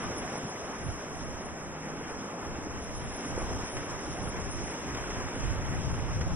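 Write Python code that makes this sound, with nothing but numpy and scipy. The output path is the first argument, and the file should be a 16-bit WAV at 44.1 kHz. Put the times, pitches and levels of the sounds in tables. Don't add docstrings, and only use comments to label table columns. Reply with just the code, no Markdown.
import sys
import numpy as np
from scipy import signal
from scipy.fft import rfft, irfft, dct, next_fast_len
from scipy.io import wavfile
from scipy.ndimage import uniform_filter1d

SR = 44100
rng = np.random.default_rng(int(sys.argv[2]) if len(sys.argv) > 2 else 0)


def put_to_file(sound):
    columns = np.atleast_2d(sound).T
    safe = np.clip(columns, -1, 1)
    whole_steps = np.round(safe * 32767)
    wavfile.write(sys.argv[1], SR, whole_steps.astype(np.int16))


def gain_from_db(level_db):
    decades = np.asarray(level_db, float) / 20
    return 10 ** decades


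N = 280337

# pitch_hz [Hz], level_db [dB per Hz]
SEA_COLOUR = [(250, 0.0), (600, -4.8), (1100, -7.6), (2000, -13.0), (3200, -19.7), (3900, -25.1),
              (4500, -30.4), (5100, -19.2), (5600, -13.3), (6400, -18.1), (7500, -21.2), (9600, -21.8),
              (10800, -30.4), (11600, -42.0)]
# time_s [s], level_db [dB]
ALL_AROUND = [(0, 1), (.6, 0), (1.3, 0), (1.7, -3.5), (2.2, -1.5), (2.7, -3.5), (3.0, 1), (3.5, 1),
              (4.1, 1), (4.6, 0.5), (4.9, -2), (5.5, -4), (5.9, 0), (6.36, 1.5)]


def rms_one(x):
    return x / np.sqrt(np.mean(x ** 2) + 1e-20)


def in_time(rows):
    time_s, *columns = np.transpose(rows)
    return [np.interp(np.arange(N) / SR, time_s, column) for column in columns]


def at_hz(points, hz, axis=1):
    table = np.array(points)
    return np.interp(np.log(np.maximum(hz, 1)), np.log(table[:, 0]), table[:, axis])


def drift(rate):
    r = np.exp(-80 * np.pi * rate / SR)
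    coarse = rng.standard_normal(N // 40 + 2002)
    slow = signal.lfilter([1], [1, -2 * r, r * r], coarse)[2000:]
    return np.interp(np.arange(N) / 40, np.arange(len(slow)), rms_one(slow))


def shaped(x, gain):
    size = next_fast_len(N)
    hz = np.arange(size // 2 + 1) * SR / size
    return irfft(rfft(x, size) * gain(hz), size)[..., :N]


def ring(clicks, hz, t60):
    r, w = gain_from_db(-60 / (t60 * SR)), 2 * np.pi * hz / SR
    return signal.lfilter([0, np.sin(w)], [1, -2 * r * np.cos(w), r * r], clicks + 1e-18)


def add(track, s, sound):
    i = int(s * SR)
    track[..., i:i + sound.shape[-1]] += sound[..., :N - i]


def pulse(hz, cycles, rise):
    u = np.arange(int(4 * cycles / hz * SR)) * hz / SR / cycles
    swell = u * np.exp(1 - u * 2) * 2
    return swell * np.sin(2 * np.pi * cycles * u * (1 + rise * u))


def horn():
    # time_s [s], pitch_hz [Hz], level_db [dB]
    horn_course = [
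        (1.0, 159.7, -66),
        (1.08, 153, -51),
        (1.3, 159.9, -56),
        (1.6, 157.8, -49),
        (1.9, 159, -45.5),
        (2.07, 156.5, -50.5),
        (2.15, 163, -82.5),
    ]
    hz, level_db = in_time(horn_course)
    phase = 2 * np.pi * np.cumsum(hz + 1.5 * drift(8)) / SR
    return np.sqrt(2) * gain_from_db(level_db + 2.0 * drift(2.7)) * np.sin(phase)


def gusts():
    # middle_s [s], length_s [s], left_db [dB], right_db [dB]
    gust_list = [(0.076, .1, -40.5, -38.5), (0.223, .12, -44.5, -41.5), (0.666, 0.13, -49, -48),
                 (0.882, 0.15, -35.5, -36), (1.273, 0.25, -43.5, -36.5), (1.505, .1, -44, -41.5),
                 (1.685, .12, -47.5, -42), (1.958, .25, -47.5, -46.5), (2.157, 0.1, -49.5, -41),
                 (2.515, 0.14, -39, -37.5), (2.755, .25, -38, -40.5), (3.018, 0.24, -36.5, -36),
                 (3.374, .15, -38, -31.5), (3.53, 0.19, -33.5, -33), (3.78, 0.069, -36, -33),
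                 (3.94, 0.11, -44.5, -36.5), (4.097, 0.085, -38, -37), (4.258, 0.18, -38, -33),
                 (4.442, 0.13, -32, -38), (4.602, 0.16, -39.5, -32.5), (4.96, 0.23, -37.5, -37.5),
                 (5.164, 0.17, -36.5, -36.5), (5.252, 0.045, -43, -31.5), (5.493, .2, -34, -26.5),
                 (5.752, 0.3, -28.5, -33), (5.919, 0.11, -28, -32), (6.044, .14, -36, -27),
                 (6.185, 0.16, -27, -29), (6.286, 0.11, -36, -28.5), (6.36, .1, -23, -33)]
    edge_db, calm_db = 5.5, -55.5
    middle_s, length_s, *port_db = np.transpose(gust_list)
    t = np.arange(0, N + 100, 100) / SR
    from_middle = 2 * (t - middle_s[:, None]) / length_s[:, None]
    arch = gain_from_db(-2 * edge_db * from_middle ** 2)
    power = gain_from_db(2 * np.array(port_db)) @ arch + gain_from_db(2 * calm_db)
    return np.array([np.interp(np.arange(N) / SR, t, 10 * np.log10(p)) for p in power])


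def wind():
    # pitch_hz [Hz], level_db [dB per Hz]
    wind_colour = [(15, 3.5), (30, 1), (60, 6.5), (110, 2.5), (170, -4), (260, -28), (500, -34.5),
                   (2000, -77)]
    # start_s [s], peak_db [dB], pitch_hz [Hz], left_minus_right_db [dB]
    thumps = [(0.448, -24.5, 149, 1), (0.864, -33.5, 135, -28), (0.885, -28, 93, -19),
              (3.428, -29, 41.7, 0), (3.537, -35.5, 42.6, 2), (4.271, -24.5, 135, -3),
              (4.929, -28, 107.4, 1.5), (5.409, -29, 77, 2), (5.468, -22, 55, -11), (5.52, -33, 137, -23),
              (5.587, -28.5, 80.8, -14), (5.869, -26, 115.7, 16), (6.21, -27, 135, 16.5)]
    noise = rng.standard_normal((2, N))
    rumble = shaped(noise, lambda f: gain_from_db(at_hz(wind_colour, f)) * f / (f + 8))
    gust_db = gusts()
    flutter = shaped(rumble, lambda f: np.clip(np.log2(f / 90 + 1e-9), 0, 1))
    rumble = rumble + flutter * (gain_from_db(0.43 * (gust_db + 41)) - 1)
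    lumps = np.array([drift(25), drift(25)])
    evened = rumble / np.sqrt(uniform_filter1d(rumble ** 2, size=4000, axis=1))
    out = rms_one(evened * gain_from_db(0.37 * lumps)) * gain_from_db(gust_db - 2.53)
    for s, peak_db, hz, pan_db in thumps:
        port_db = peak_db - 5 + np.array([[.5], [-.5]]) * pan_db
        add(out, s, gain_from_db(port_db) * pulse(hz, 0.95, 0.0092))
    return out


def bursts():
    # start_s [s], length_s [s], level_db [dB], centre_hz [Hz]
    mist_bursts = [(0.009, 0.074, -58.5, 9950), (0.149, 0.1, -53.5, 10140), (0.351, 0.055, -57, 9910),
                   (0.446, 0.11, -58.5, 10050), (0.634, 0.051, -58, 9950), (0.724, 0.22, -61, 10110),
                   (0.998, 0.059, -64.5, 10600), (1.149, 0.17, -62.5, 10060), (1.417, 0.12, -62.5, 9980),
                   (1.591, 0.045, -67, 9130), (1.802, 0.13, -67.5, 9150), (1.935, 0.12, -65.5, 9550),
                   (2.063, 0.088, -65, 9160), (2.24, 0.044, -72, 9330), (2.818, 0.048, -57, 10100),
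                   (2.952, 0.38, -57.5, 10150), (3.374, 0.08, -55.5, 9960), (3.627, 0.26, -56.5, 10090),
                   (3.999, 0.38, -58, 10180), (4.397, 0.34, -55.5, 9760), (5.047, 0.052, -65.5, 9800),
                   (5.33, 0.072, -61, 9220), (5.409, 0.077, -58.5, 9180), (5.534, 0.044, -67.5, 10440),
                   (5.768, 0.11, -64.5, 9900), (5.906, 0.077, -65, 9470), (6.006, 0.04, -62.5, 9600),
                   (6.163, 0.066, -66, 9140)]
    late_s, shorter_s = 0.005, .026
    fade_db_per_s = 2498.5
    s, length_s, level_db, hz = np.transpose(mist_bursts)
    t = np.arange(0, N + 100, 100) / SR
    start = s + late_s
    stop = start + np.maximum(length_s - shorter_s, 0)
    outside_s = np.maximum(np.maximum(start[:, None] - t, t - stop[:, None]), 0)
    each_db = level_db[:, None] - fade_db_per_s * outside_s
    return in_time(np.transpose([t, each_db.max(axis=0), hz[each_db.argmax(axis=0)]]))


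def mist(level_db, hz, width_hz, faint_width_hz):
    white = rng.standard_normal((2, N))
    strong = np.clip((level_db + 70.5) / 8, 0, 1)
    wide = rms_one(shaped(white, lambda f: np.exp(-(f / width_hz) ** 4)))
    thin = rms_one(shaped(white, lambda f: np.exp(-(f / faint_width_hz) ** 4)))
    slow = strong * wide * gain_from_db(4.6 * drift(25)) + (1 - strong) * thin * gain_from_db(3.0)
    phase = 2 * np.pi * np.cumsum(hz + 60 * drift(14)) / SR
    return (slow[0] * np.cos(phase) + slow[1] * np.sin(phase)) * gain_from_db(level_db)


def bubbles(surge_db, per_s, cycles):
    sizes = gain_from_db(8.1 * np.minimum(rng.exponential(1, N), 5)) * rng.choice([-1, 1], N)
    rate = per_s * gain_from_db(surge_db - surge_db.mean() + 3 * drift(5))
    born = rng.random(N) < rate / SR
    pitches, dealt = np.geomspace(200, 1600, 16), rng.integers(0, 16, N)
    rings = sum(ring(sizes * born * (dealt == k), hz, cycles / hz) for k, hz in enumerate(pitches))
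    return gain_from_db(surge_db) * rms_one(rings)


def slaps():
    # start_s [s], peak_db [dB], pitch_hz [Hz]
    hollow_slaps = [(2.013, -27.5, 396), (2.188, -27, 218), (2.239, -28, 347.3), (2.667, -25, 256),
                    (3.258, -25.5, 201.3), (3.377, -19, 362), (3.419, -20.5, 754), (3.51, -23.5, 323),
                    (3.59, -32.5, 346), (4.272, -36.5, 249), (4.463, -29, 274), (4.773, -36, 228),
                    (4.845, -29.5, 213), (5.089, -24.5, 372), (5.375, -25, 367), (5.866, -31.5, 374)]
    # start_s [s], peak_db [dB]
    splashes = [(0.0244, -46), (3.246, -32), (3.7661, -27), (3.896, -36), (4.7347, -41), (4.874, -40),
                (4.946, -26.5), (4.97, -28.5), (5.036, -36), (5.102, -28.5), (5.1993, -34), (5.3227, -48),
                (5.5012, -34.5), (5.9404, -32), (6.2094, -26)]
    out, spray = np.zeros(N), np.zeros(N)
    for s, peak_db, hz in hollow_slaps:
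        add(out, s, gain_from_db(peak_db - 5) * pulse(hz, 1.2, .1))
    t = np.arange(2000) / SR
    patter = np.minimum(t / 0.0017, 1) * np.exp(-t / 0.015)
    for s, peak_db in splashes:
        add(spray, s, gain_from_db(peak_db - 6.5) * patter)
    noise = rng.standard_normal(N)
    drops = shaped(noise, lambda f: gain_from_db(at_hz(SEA_COLOUR, f)) * f / np.hypot(f, 2500) / np.hypot(f, 4000))
    return out + spray * rms_one(drops)


def wash(surge_db, foam_db, spray_db, aside, patchy_db, grain_db, low_cut_hz):
    sizes = gain_from_db(grain_db * np.minimum(rng.exponential(1, (3, N)), 5))
    grains = rng.standard_normal((3, N)) * sizes
    foam = shaped(grains, lambda f: gain_from_db(at_hz(SEA_COLOUR, f)) / np.hypot(1, (low_cut_hz / (f + 1)) ** 2))
    size = next_fast_len(N)
    spectrum = rfft(rms_one(foam), size)
    pitch = np.log2(np.arange(size // 2 + 1) * SR / size + 1)
    out, together = 0, drift(8.3)
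    for octave in np.arange(6.5, 13.4, .75):
        weight = np.clip(1 - abs(np.minimum(pitch, 13.25) - octave) / .75, 0, 1)
        band = irfft(spectrum * weight, size)[:, :N]
        foamy = np.interp(octave, [10.4, 11.2, 12, 12.4], [0, 1, 1, 0])
        sprayed = np.interp(octave, [12, 12.4], [0, 1])
        flicker = patchy_db * (0.3 * together + 1.0 * drift(11) + 1.0 * drift(18))
        out = out + band * gain_from_db(surge_db + foamy * foam_db + sprayed * spray_db + flicker)
    finest = shaped(out, lambda f: np.clip((f - 9700) / 600, 0, 1))
    return out - (1 - aside) * finest


def ports(direct, scattered):
    # pitch_hz [Hz], left_lag [radians], likeness [0-1]
    port_pair = [(250, .03, .9), (500, .1, .955), (860, .37, .88), (1200, .57, .79), (1600, .77, .69),
                 (2600, 1.3, .67), (3300, 1.7, .55), (3900, 2.3, .6), (4400, 3.1, .88), (5400, 2.5, .7),
                 (6500, 3.1, .9), (8000, 3.1, .92), (11000, 3.14, .94)]

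    def alike(f):
        return np.clip(at_hz(port_pair, f, axis=2), 0, 1)

    def lag(f):
        return np.exp(np.outer([-.5j, .5j], at_hz(port_pair, f)))

    lagged = shaped(direct, lambda f: np.sqrt(alike(f)) * lag(f))
    apart = shaped(scattered, lambda f: np.sqrt(1 - alike(f)))
    bright = shaped(apart, lambda f: np.clip((f - 2500) / 1200, 0, 1))
    return lagged + apart + bright * (gain_from_db(in_time(ALL_AROUND)[0]) - 1)


def scene():
    # time_s [s], surge_db [dB], froth_db [dB above usual]
    wash_course = [(0.0, -38, -.5), (0.3, -39, 0), (0.55, -41.5, 0.4), (1.3, -42.5, -1), (1.6, -42, -2),
                   (2.05, -42, 0.5), (2.32, -40.5, -3), (2.55, -41.5, -1), (3.0, -43, 0.5), (3.18, -42, 3),
                   (3.4, -38, -1.5), (3.7, -41, 1.5), (4.1, -40.5, -1), (4.85, -41, 2.5), (5.18, -40, 1.5),
                   (5.5, -40, 2.5), (6.0, -41.5, 1.5), (6.36, -41, -2)]
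    surge_db, foam_db = in_time(wash_course)
    spray_db = 1.1 + 0.74 * foam_db + 0.23 * in_time(ALL_AROUND)[0]
    mist_db, mist_hz = bursts()
    aside = np.interp(mist_db, [-70, -58], [1, .35])
    sea = wash(surge_db + 2.5, foam_db, spray_db, aside, patchy_db=0.93, grain_db=0.5, low_cut_hz=167)
    air = gain_from_db(-13.0) * bubbles(surge_db, per_s=150, cycles=4)
    direct = sea[0] + air + slaps() + horn()
    hiss = mist(mist_db - 2.5, mist_hz, width_hz=680, faint_width_hz=320)
    return ports(direct, sea[1:]) + hiss + wind()


def leave_out_masked(x):
    # pitch_hz [Hz], under_both_db [dB under both channels], always_db [dB per Hz]
    masking = [(100, -30, -120), (400, -21.5, -112), (1500, -15, -108), (2700, -10.5, -106),
               (3700, -6.6, -102), (4400, -4.5, -100), (5000, -9, -102), (5600, -12, -103),
               (6100, -7, -102), (6800, -5, -103), (8200, -5, -103), (9000, -7, -103), (10200, -6, -101),
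               (11500, -5, -107)]
    hop, lead, turn = 1024, 724, np.array([[1, 1], [1, -1]])
    padded = np.pad(turn @ x / 2, ((0, 0), (hop + lead, 3 * hop)))
    frames = np.lib.stride_tricks.sliding_window_view(padded, 2 * hop, axis=1)[:, ::hop]
    window = np.sin(np.pi * (np.arange(2 * hop) + .5) / (2 * hop))
    a, b, c, d = np.split(frames * window, 4, axis=2)
    folded = np.concatenate([-c[..., ::-1] - d, a - b[..., ::-1]], axis=2)
    lines = dct(folded, type=4, norm="ortho")
    near = uniform_filter1d(lines ** 2, size=6, axis=2)
    around = uniform_filter1d((lines ** 2).sum(axis=0), size=33, axis=1)
    hz = (np.arange(hop) + .5) * SR / 2 / hop
    hidden = around * gain_from_db(2 * at_hz(masking, hz))
    too_faint = gain_from_db(2 * at_hz(masking, hz, axis=2)) * SR / 2
    limit = np.maximum(hidden, too_faint)
    count = len(around)
    budget_db = np.repeat(rng.normal(0, 1.7, (2, count, 64)), 16, axis=2)
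    thrift_db = .6 + 1.0 * drift(5)[np.minimum(np.arange(count) * hop, N - 1), None]
    kept = lines * (near > limit * gain_from_db(2 * (budget_db + thrift_db)))
    e, f = np.split(dct(kept, type=4, norm="ortho"), 2, axis=2)
    frames = np.concatenate([f, -f[..., ::-1], -e[..., ::-1], -e], axis=2) * window
    joined = frames[:, 1:, :hop] + frames[:, :-1, hop:]
    return turn @ joined.reshape(2, -1)[:, lead:lead + N]


def band_limit(x):
    return signal.sosfilt(signal.butter(12, 12030, fs=SR, output="sos"), x)


def record(dry):
    without_top = shaped(dry, lambda f: f < 11750)
    mix = leave_out_masked(without_top)
    return band_limit(mix)


dry = scene()
out = record(dry)
put_to_file(out)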